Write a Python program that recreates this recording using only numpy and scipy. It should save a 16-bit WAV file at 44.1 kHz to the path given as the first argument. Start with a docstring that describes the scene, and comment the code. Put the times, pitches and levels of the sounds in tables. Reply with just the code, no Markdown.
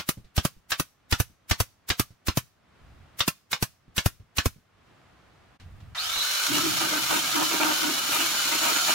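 """Air nailer and angle grinder

A workshop, a stereo pair close to the bench. An air nailer drives eleven nails into a pine box: each
shot is a valve hiss, the driver's crack with a thump of the boards, and a bright exhaust clack as the
piston returns. Then an angle grinder spins up and sands the box: its fan rushes, its gears whine, and
the disc rasps and makes the boards drone. The recorder's gain control ducks the room noise."""
import sys
import numpy as np
from scipy import signal
from scipy.fft import rfft, irfft, next_fast_len
from scipy.io import wavfile
from scipy.ndimage import uniform_filter1d

SR = 44100
rng = np.random.default_rng(int(sys.argv[2]) if len(sys.argv) > 2 else 0)


def store_pcm(level_fs):
    """Save levels as 16-bit WAV."""
    pcm = np.round(np.clip(level_fs, -1, 1) * 32767).astype(np.int16)
    wavfile.write(sys.argv[1], SR, np.atleast_2d(pcm).T)


N = 394254
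TIME = np.arange(N) / SR

# spectra of the nailer's hiss, and of the box's woody knock and low thud: frequency_hz, level_db
HISS_SPECTRUM = [(200, -9), (600, -10.5), (1500, -5), (3000, -4), (6000, -4.5), (8000, -5.5), (15000, -4.5)]
KNOCK_SPECTRUM = [(60, -7), (150, 3), (300, -0.5), (500, -8.5), (680, -6), (1100, -10), (2500, -48)]
THUD_SPECTRUM = [(25, -5.5), (90, -4.5), (160, -7), (300, -19.5), (700, -33.5), (2000, -56)]

FIRM_THUMP_DB = -16  # the boards under a firm blow
SWITCH_ON_S = 5.946
MESH_START_HZ, MESH_TOP_HZ = 2794, 6874  # the rate at which the grinder's gear teeth meet


def gain_of(db):
    """Decibels to gain."""
    return 10 ** (np.asarray(db) / 20)


def unit_rms(x):
    """Scales to rms 1."""
    return x / np.sqrt(np.mean(x ** 2) + 1e-20)


def value_at(points, hz):
    """Reads a table on a log-frequency axis."""
    table_hz, value = np.transpose(points)
    return np.interp(np.log(hz + 1), np.log(table_hz + 1), value)


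def add(mix, start_s, sound):
    """Mixes a sound in at a time."""
    start = round(start_s * SR)
    sound = sound[..., max(-start, 0):]
    part = mix[:, max(start, 0):][:, :sound.shape[-1]]
    part += sound[..., :part.shape[1]]


def colour(x, spectrum):
    """Gives two unrelated channels a spectrum and the likeness of the microphone pair."""
    # likeness of left and right: frequency_hz, correlation
    pair_likeness = [(50, 0.96), (300, 0.41), (700, 0.18), (1400, 0.64), (3000, 0.25), (15000, 0.2)]
    hz = np.fft.rfftfreq(x.shape[1], 1 / SR)
    likeness = value_at(pair_likeness, hz)
    a, b = rfft(x)
    mid, side = a * np.sqrt(1 + likeness), b * np.sqrt(1 - likeness)
    shaped = np.array([mid + side, mid - side]) * gain_of(value_at(spectrum, hz))
    return unit_rms(irfft(shaped, x.shape[1]))


def noise(spectrum, size=N):
    """Steady stereo noise from points of frequency_hz, level_db."""
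    return colour(rng.standard_normal((2, next_fast_len(size))), spectrum)[:, :size]


def burst(spectrum, rise_s, t60, snap_s=None, size=8192):
    """A puff of noise that swells and dies away, with an optional snap at its front."""
    t = np.arange(size) / SR
    shape = (1 - np.exp(-t / rise_s)) ** 2 * gain_of(-60 * t / t60)
    if snap_s:
        shape *= 1 + np.exp(-t / snap_s)
    return shape * noise(spectrum, size)


def held(start_s, length_s, attack_s, release_s):
    """An envelope that rises, holds and dies away."""
    t = TIME - start_s
    return np.clip(t / attack_s, 0, 1) * np.exp(-np.clip((t - length_s) / release_s, 0, 20))


def wander(hz):
    """Random drift of rms 1, up to a rate."""
    return unit_rms(signal.sosfilt(signal.butter(2, hz, fs=SR, output="sos"), rng.standard_normal(N)))


def brighten(x, db, corner_hz=6500):
    """Lifts or lowers the treble."""
    size = x.shape[1]
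    hz = np.fft.rfftfreq(2 * size, 1 / SR)
    shelf = gain_of(db / (1 + (corner_hz / (hz + 1)) ** 6))
    return irfft(rfft(x, 2 * size) * shelf)[:, :size]


def room_tone(dropout_s=5.584):
    """Steady shop noise, with a brief dropout at a cut between the two jobs."""
    # background noise: frequency_hz, level_db
    shop_spectrum = [(24, -37), (40, -6.5), (101, 1.5), (126, -2.5), (522, -11.5), (686, -8.5), (949, -12),
                     (1130, -10), (3300, -19.5), (15500, -42.5)]
    dropout_db = -25 * np.exp(-((TIME - dropout_s) / .011) ** 2)
    return gain_of(-68 + dropout_db) * noise(shop_spectrum)


def swelling_hiss(swell_s, t60, size=4096):
    """A soft hiss swells into the hit and dies away; gives (start_s from the peak, hiss)."""
    t = np.arange(-size, size) / SR
    shape = np.exp(np.minimum(t, 0) / swell_s) * gain_of(-60 * np.maximum(t, 0) / t60)
    return -size / SR, shape * noise(HISS_SPECTRUM, 2 * size)


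def early_reflections(x, strength=.33, count=4):
    """Nearby boards throw the sound back and comb each blow a little differently."""
    out = x.copy()
    for delay_s, sign in zip(rng.uniform(.0006, .005, count), rng.choice([-1, 1], count)):
        add(out, delay_s, strength * sign * x)
    return out / np.sqrt(1 + count * strength ** 2)


def board_thump(hz, swell_s, sway=.55, sway_hz=118):
    """Pushed boards swing back for a cycle or two; the box's side walls sway against each other."""
    t = np.arange(6000) / SR
    walls = sway * np.array([[1], [-1]]) * np.sin(2 * np.pi * (sway_hz * t + rng.random()))
    return (walls - np.sin(2 * np.pi * hz * t)) * (t / swell_s) * np.exp(1 - t / swell_s)


def driver_blows(valve_lead_s=.011):
    """The valve puffs, the driver cracks down, the nail rings and the box knocks and thumps."""
    # one row a nail: start_s, crack_db, treble_db, thump_db, ring_hz, ring_db
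    blows = [(-0.01,-26,-9.5,-34,3000,-34), (0.377,-24,-2,-15,3140,-25), (0.718,-20,-6,-44.5,1670,-24),
             (1.124,-19.5,-0.5,-15.5,1800,-26.5), (1.51,-19.5,-1,-15,2900,-32.5),
             (1.901,-20,-3.5,-23,1630,-23.5), (2.282,-23.5,-5,-17,2810,-40),
             (3.204,-20,-4.5,-35.5,3650,-18), (3.529,-20.5,-7.5,-40,2990,-35),
             (3.979,-19.5,-1,-25,2380,-34), (4.382,-19,-4.5,-21,1724,-19)]
    out = np.zeros((2, N))
    for start_s, crack_db, treble_db, thump_db, ring_hz, ring_db in blows:
        valve_s = start_s - valve_lead_s
        offset_s, hiss = swelling_hiss(swell_s=.0042, t60=.12)
        add(out, valve_s + offset_s, gain_of(-29) * hiss)
        add(out, valve_s, gain_of(-25.5) * burst(HISS_SPECTRUM, rise_s=.0006, t60=.036))
        add(out, start_s, gain_of(crack_db) * driver_crack(treble_db))
        ring = [(ring_hz / 2, -45), (ring_hz / 1.15, -18), (ring_hz, 0),
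                (ring_hz * 1.15, -18), (ring_hz * 2, -45)]
        add(out, start_s, gain_of(ring_db) * burst(ring, rise_s=.0008, t60=.085))
        knock_db = -21 + .42 * (thump_db - FIRM_THUMP_DB)
        add(out, start_s, gain_of(knock_db) * burst(KNOCK_SPECTRUM, rise_s=.0011, t60=.068))
        add(out, start_s, -gain_of(thump_db) * board_thump(hz=82, swell_s=.0043))
        add(out, start_s, gain_of(thump_db - 8) * burst(THUD_SPECTRUM, rise_s=.0014, t60=.07))
    return out


def driver_crack(treble_db):
    """The driver lands with a sharp snap that glances off the boards."""
    # the impact: frequency_hz, level_db
    crack_spectrum = [(290, -33), (500, -11.5), (863, -7.5), (1510, -2.5), (1650, -6), (1900, -5.5),
                      (2930, -3.5), (3790, -4.5), (4840, -7), (5510, -5.5), (10200, -21), (14200, -20.5),
                      (15500, -27.5)]
    crack = burst(crack_spectrum, rise_s=.00041, t60=.12, snap_s=.0045)
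    return brighten(early_reflections(crack), treble_db)


def piston_returns():
    """The piston clacks home and jolts the box as the exhaust opens and sighs out."""
    # one return after each nail: start_s, clack_db, thump_db
    returns = [(0.089,-17,-30.5), (0.45,-19,-26), (0.797,-18.5,-30.5), (1.2,-18.5,-19), (1.602,-16.5,-17.5),
               (1.996,-16,-20), (2.372,-19,-22), (3.278,-16.5,-31.5), (3.625,-18,-23), (4.059,-18.5,-16),
               (4.457,-20.5,-13.5)]
    # the exhaust clack: frequency_hz, level_db
    clack_spectrum = [(290, -31.5), (500, -9.5), (851, -15.5), (1170, -2.5), (2160, -9), (2610, -5),
                      (3480, -9.5), (4700, -8), (5130, -10), (5750, -5.5), (7340, -10), (13000, -6.5),
                      (15500, -12)]
    out = np.zeros((2, N))
    for start_s, clack_db, thump_db in returns:
        offset_s, hiss = swelling_hiss(swell_s=.009, t60=.041)
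        add(out, start_s + offset_s, gain_of(-32) * hiss)
        clack = early_reflections(burst(clack_spectrum, rise_s=.0006, t60=.084, snap_s=.0026))
        add(out, start_s - .0005, gain_of(clack_db) * brighten(clack, db=-2.9))
        add(out, start_s, gain_of(-48.5) * burst(HISS_SPECTRUM, rise_s=.004, t60=.35, size=16384))
        add(out, start_s, gain_of(-13.5) * burst(KNOCK_SPECTRUM, rise_s=.00081, t60=.03))
        # a lighter return moves less of the box, which swings faster
        thump_hz = 94 * 2 ** ((FIRM_THUMP_DB - thump_db) / 19.5)
        add(out, start_s + .0008, gain_of(thump_db) * board_thump(thump_hz, swell_s=.0044))
        add(out, start_s, gain_of(thump_db - 5) * burst(THUD_SPECTRUM, rise_s=.0012, t60=.065))
    return out


def workshop_reverb(x):
    """Sparse reflections of random sign, each band dying at its own speed."""
    # decay of the room: frequency_hz, t60_s
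    room_decay = [(80, 0.39), (400, 0.12), (2000, 0.29), (6000, 0.44), (15000, 0.17)]
    taps = np.zeros((2, SR))
    arrivals = np.arange(300, SR - 20, 20) + rng.integers(0, 20, (2, (SR - 301) // 20))
    np.put_along_axis(taps, arrivals, rng.choice([-1., 1.], arrivals.shape), 1)
    hz, t, bands = signal.stft(taps, SR, nperseg=256)
    decay = gain_of(-60 * t / value_at(room_decay, hz)[:, None])
    tail = signal.istft(bands * decay, SR, nperseg=256)[1]
    return signal.fftconvolve(x, tail / np.linalg.norm(tail[0]), axes=1)[:, :N]


def moving_reverb(x, turn_s=1.1):
    """The nailer moves along the box, so each shot meets another mix of the room's reflections."""
    return sum(workshop_reverb(x * np.cos(np.pi * (TIME / turn_s + shift))) for shift in (0, .5))


def thuds_and_slides():
    """Short thuds and ticks, and the rumble of hands sliding over the box."""
    # hands on the wood: start_s, length_s, level_db
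    slides = [(2.794, .22, -63), (5.61, 0.49, -57.5)]
    # thuds and ticks (the one at 5.6 s is a click after the dropout): start_s, thud_db, tick_db
    thuds = [(0.172,-31.5,-55), (0.244,-45,-52), (0.564,-45.5,-65), (1.297,-50,-61), (2.105,-46,-56.5),
             (3.879,-50,-75), (4.198,-39.5,-57), (4.56,-45,-63), (5.599,-55,-53.5), (5.803,-64,-59),
             (6.158,-38,-22.5)]
    rumble_spectrum = [(25, -6.5), (90, 4.5), (160, -7), (300, -22.5), (900, -48)]
    tick_spectrum = [(400, -7), (1300, -3.5), (4000, -4), (15000, -28.5)]
    sliding = sum(gain_of(db) * held(start_s, length_s, attack_s=.028, release_s=.08)
                  for start_s, length_s, db in slides)
    out = noise(rumble_spectrum) * sliding
    for start_s, thud_db, tick_db in thuds:
        add(out, start_s, gain_of(thud_db - 2.5) * burst(THUD_SPECTRUM, rise_s=.00089, t60=.13))
        add(out, start_s, gain_of(tick_db - 8.5) * burst(tick_spectrum, rise_s=.00025, t60=.21))
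    return out


def motor(mesh_hz):
    """The grinder's switch snaps, and its fan and gears come up to speed together."""
    since_s = np.maximum(TIME - SWITCH_ON_S, 0)
    speed = mesh_hz / MESH_TOP_HZ
    out = np.minimum(since_s / .04, 1) * (fan(speed) + gears(mesh_hz, speed, since_s))
    switch_spectrum = [(300, -27), (900, 4), (2300, 0), (4500, -2), (15000, -26)]
    add(out, SWITCH_ON_S, gain_of(-31.5) * burst(switch_spectrum, rise_s=.0033, t60=.3, size=16384))
    return shifting_reflections(out)


def whistle(hz, width_hz, step=12):
    """Noise in a narrow resonance: a tone whose strength and phase drift at random."""
    slow_time = TIME[::step]
    smooth = signal.butter(2, width_hz / 2, fs=SR / step, output="sos")
    real, imag = signal.sosfilt(smooth, rng.standard_normal((2, 2, len(slow_time))))
    drift = np.array([np.interp(TIME, slow_time, channel) for channel in real + 1j * imag])
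    phase = 2 * np.pi * np.cumsum(hz * np.ones(N)) / SR
    return unit_rms((drift * np.exp(1j * phase)).real)


def flutter(x, depth_db):
    """Patches of the spectrum, some 300 Hz wide and 30 ms long, swell and fade."""
    bands = signal.stft(x, nperseg=1024)[2]
    patches = uniform_filter1d(rng.standard_normal(bands.shape[1:]), size=7, axis=0)
    patches = unit_rms(uniform_filter1d(patches, size=3, axis=1))
    return unit_rms(signal.istft(bands * gain_of(depth_db * patches), nperseg=1024)[1][:, :N])


def fan(speed, fizz_hz=5960, db_per_octave=10):
    """The fan blows through resonant vents, louder and brighter with speed."""
    # rush of the air: frequency_hz, level_db
    rush_spectrum = [(100, -24.5), (450, -14), (750, -5.5), (1000, -6), (1350, 2), (1900, -9), (3000, -1),
                     (4000, 0.5), (4900, -3.5), (6800, -3), (7700, -8), (12500, -8.5), (15500, -11.5)]
    # air resonances of the vents: pitch_hz, width_hz, level_db
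    vent_modes = [(1410, 300, -3), (2285, 350, -6.5), (2974, 200, -5.5), (4060, 230, -13),
                  (5520, 500, -6.5)]
    vents = unit_rms(sum(gain_of(db) * whistle(hz, width_hz) for hz, width_hz, db in vent_modes))
    air = gain_of(4) * noise(rush_spectrum) + gain_of(-1) * flutter(vents, depth_db=3.5)
    air *= gain_of(1.33 * wander(120) + .61 * wander(7.3))
    dull = signal.sosfiltfilt(signal.butter(2, fizz_hz, fs=SR, output="sos"), air)
    fizz = speed ** .76 * (air - dull)
    return (dull + fizz) * gain_of(-31.5 + db_per_octave * np.log2(speed))


def gears(mesh_hz, speed, since_s, strain_s=.24):
    """Gears and armature whine through the housing, harder under the pull of the start."""
    # the two whines: mesh_multiple, free_running_db, extra_strain_db
    whines = [(1, -44.5, 2.5), (.63, -52.5, 24)]
    # response of the housing: frequency_hz, gain_db
    housing = [(1000, -18), (2500, -18), (4000, 14.5), (5500, 1), (6900, 3), (8500, -3), (14000, 6)]
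    smear = .55 - .25 * speed  # the tone spreads wider while the pitch sweeps, most at low speed
    out = 0
    for multiple, free_db, strain_db in whines:
        hz = multiple * mesh_hz
        tone = np.sqrt(1 - smear) * whistle(hz, width_hz=204) + np.sqrt(smear) * whistle(hz, width_hz=830)
        out += gain_of(free_db + strain_db * np.exp(-since_s / strain_s) + value_at(housing, hz)) * tone
    return out * approach(db_per_s=7)  # the gear head turns to the microphone


def shifting_reflections(x, strength=.22, count=4):
    """Reflections off the box shift as the tool moves, so the colour of the rush keeps changing."""
    out, samples = x.copy(), np.arange(N)
    for delay_s, rate_hz, phase in rng.uniform([.0008, .4, 0], [.006, 1.5, 1], (count, 3)):
        delayed = samples - SR * (delay_s + .0002 * np.sin(2 * np.pi * (rate_hz * TIME + phase)))
        out += strength * np.array([np.interp(delayed, samples, channel) for channel in x])
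    return out / np.sqrt(1 + count * strength ** 2)


def disc_contact(attack_s=.032, release_s=.044, settle_s=.86):
    """Gains of drone, bite, hiss and wobble as the disc lands, skims and is pressed down in touches."""
    # the disc on the wood: start_s, length_s, board_drone_db, grit_bite_db, edge_hiss_db
    touches = [(6.479,0.1,-33.5,-42.5,-37), (6.618,0.052,-31,-54,-35), (6.784,0.065,-37.5,-38,-40),
               (6.898,0.076,-38,-38.5,-38), (7.084,0.082,-36.5,-37,-30), (7.329,0.1,-32.5,-38.5,-38),
               (7.493,0.072,-38,-39.5,-39), (7.583,0.12,-32.5,-35,-41), (7.803,0.095,-34,-40.5,-39),
               (8.096,0.068,-62,-37.5,-27.5), (8.165,.06,-40,-42.5,-29.5), (8.498,0.039,-41,-37.5,-30),
               (8.598,0.096,-45,-37.5,-29.5), (8.737,0.028,-55,-37,-45), (8.855,0.072,-60,-38,-32.5)]
    since_s = np.maximum(TIME - touches[0][0], 0)
    landed = np.minimum(since_s / attack_s, 1)
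    drone, bite, hiss = gain_of(-56) * landed, gain_of(-46.5) * landed, np.zeros(N)  # skimming
    for start_s, length_s, drone_db, bite_db, hiss_db in touches:
        touch = held(start_s, length_s, attack_s, release_s)
        drone = np.maximum(drone, gain_of(drone_db) * touch)
        bite = np.maximum(bite, gain_of(bite_db) * touch)
        hiss = np.maximum(hiss, gain_of(hiss_db) * touch)
    wobble = landed * gain_of(-55 + 16 * np.exp(-since_s / settle_s))
    return drone, bite, hiss, wobble


def sanding_disc(turn_hz):
    """Grit scrapes hardest once a turn; the uneven disc drums the boards at multiples of that rate."""
    # rasp of the grit and hiss of the disc's edge: frequency_hz, level_db
    rasp_spectrum = [(70, -30), (170, -8.5), (300, 4), (480, -6.5), (800, 1), (1400, -4.5), (1900, -5.5),
                     (3000, -3), (7000, -37), (15500, -17)]
    edge_spectrum = [(1000, -25), (2500, 9), (4500, -7), (8000, -3), (15000, -6)]
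    # chatter of the disc: turn_multiple, level_db
    chatter_partials = [(4, -3), (5, -6), (6, 3.5), (8, 1), (9, 0), (10, -2.5)]
    drone, bite, hiss, wobble = disc_contact()
    pressure = 1 + .58 * np.sin(2 * np.pi * np.cumsum(turn_hz) / SR)
    grit = rng.standard_normal((2, N)) * gain_of(7.1 * np.clip(wander(2650), -2, 2)) * pressure
    rasp = flutter(colour(grit, rasp_spectrum), depth_db=4)  # each scrape favours its own pitches
    rasp *= gain_of(4.5 + 4.1 * np.tanh(wander(48)))
    chatter = sum(gain_of(db) * whistle(k * turn_hz, width_hz=53) for k, db in chatter_partials)
    growl = gain_of(2.5) * waver(2 * turn_hz, stray_hz=27.24)
    growl += gain_of(-11) * waver(6 * turn_hz, stray_hz=34.98)
    boards = drone * growl + wobble * whistle(turn_hz, width_hz=88)
    grip = np.minimum(bite / gain_of(-37), 1)  # a hard bite brings the full chatter
    return bite * (rasp + grip * chatter) + hiss * noise(edge_spectrum) + boards


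def waver(hz, stray_hz):
    """A tone of steady strength whose pitch strays quickly, differently at each microphone."""
    pitch_hz = [hz + stray_hz * wander(41.3) for _ in range(2)]
    return np.sqrt(2) * np.sin(2 * np.pi * np.cumsum(pitch_hz, axis=1) / SR)


def approach(db_per_s, start_s=7.98):
    """Rising gain as the grinder moves towards the corner of the box nearest the microphones."""
    return gain_of(db_per_s * np.maximum(TIME - start_s, 0))


def scene(spin_up_s=.13, gear_teeth=44):
    """Both tools at the bench over the room tone, a touch louder in the right microphone."""
    hits = driver_blows() + piston_returns() + thuds_and_slides()
    since_s = np.maximum(TIME - SWITCH_ON_S, 0)
    mesh_hz = MESH_TOP_HZ - (MESH_TOP_HZ - MESH_START_HZ) * np.exp(-since_s / spin_up_s)
    grinder = (motor(mesh_hz) + sanding_disc(mesh_hz / gear_teeth)) * approach(db_per_s=1.36)
    mix = room_tone() + hits + gain_of(-28.5) * moving_reverb(hits) + grinder
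    return mix * gain_of([[-.25], [.25]])


def record(dry, knee_db=-57, range_db=10, recovery_db_per_s=38, hold_s=.13, cutoff_hz=15850):
    """Gain control lifts quiet stretches, ducks at once for loud ones, holds, recovers; then a low-pass."""
    sensed = signal.sosfilt(signal.butter(2, 250, "high", fs=SR, output="sos"), dry)  # deaf to rumble
    power_db = 10 * np.log10(abs(uniform_filter1d((sensed ** 2).mean(0), size=400)) + 1e-12)
    over_db = np.clip(power_db - knee_db, 0, range_db + hold_s * recovery_db_per_s)
    fall_db = TIME * recovery_db_per_s
    duck_db = np.minimum(np.maximum.accumulate(over_db + fall_db) - fall_db, range_db)
    lifted = dry * gain_of(range_db - uniform_filter1d(duck_db, size=200))
    low_pass = signal.firwin(401, cutoff_hz, window=("kaiser", 8), fs=SR)
    return signal.oaconvolve(lifted, low_pass[None], "same")


dry = scene()
out = record(dry)
store_pcm(out)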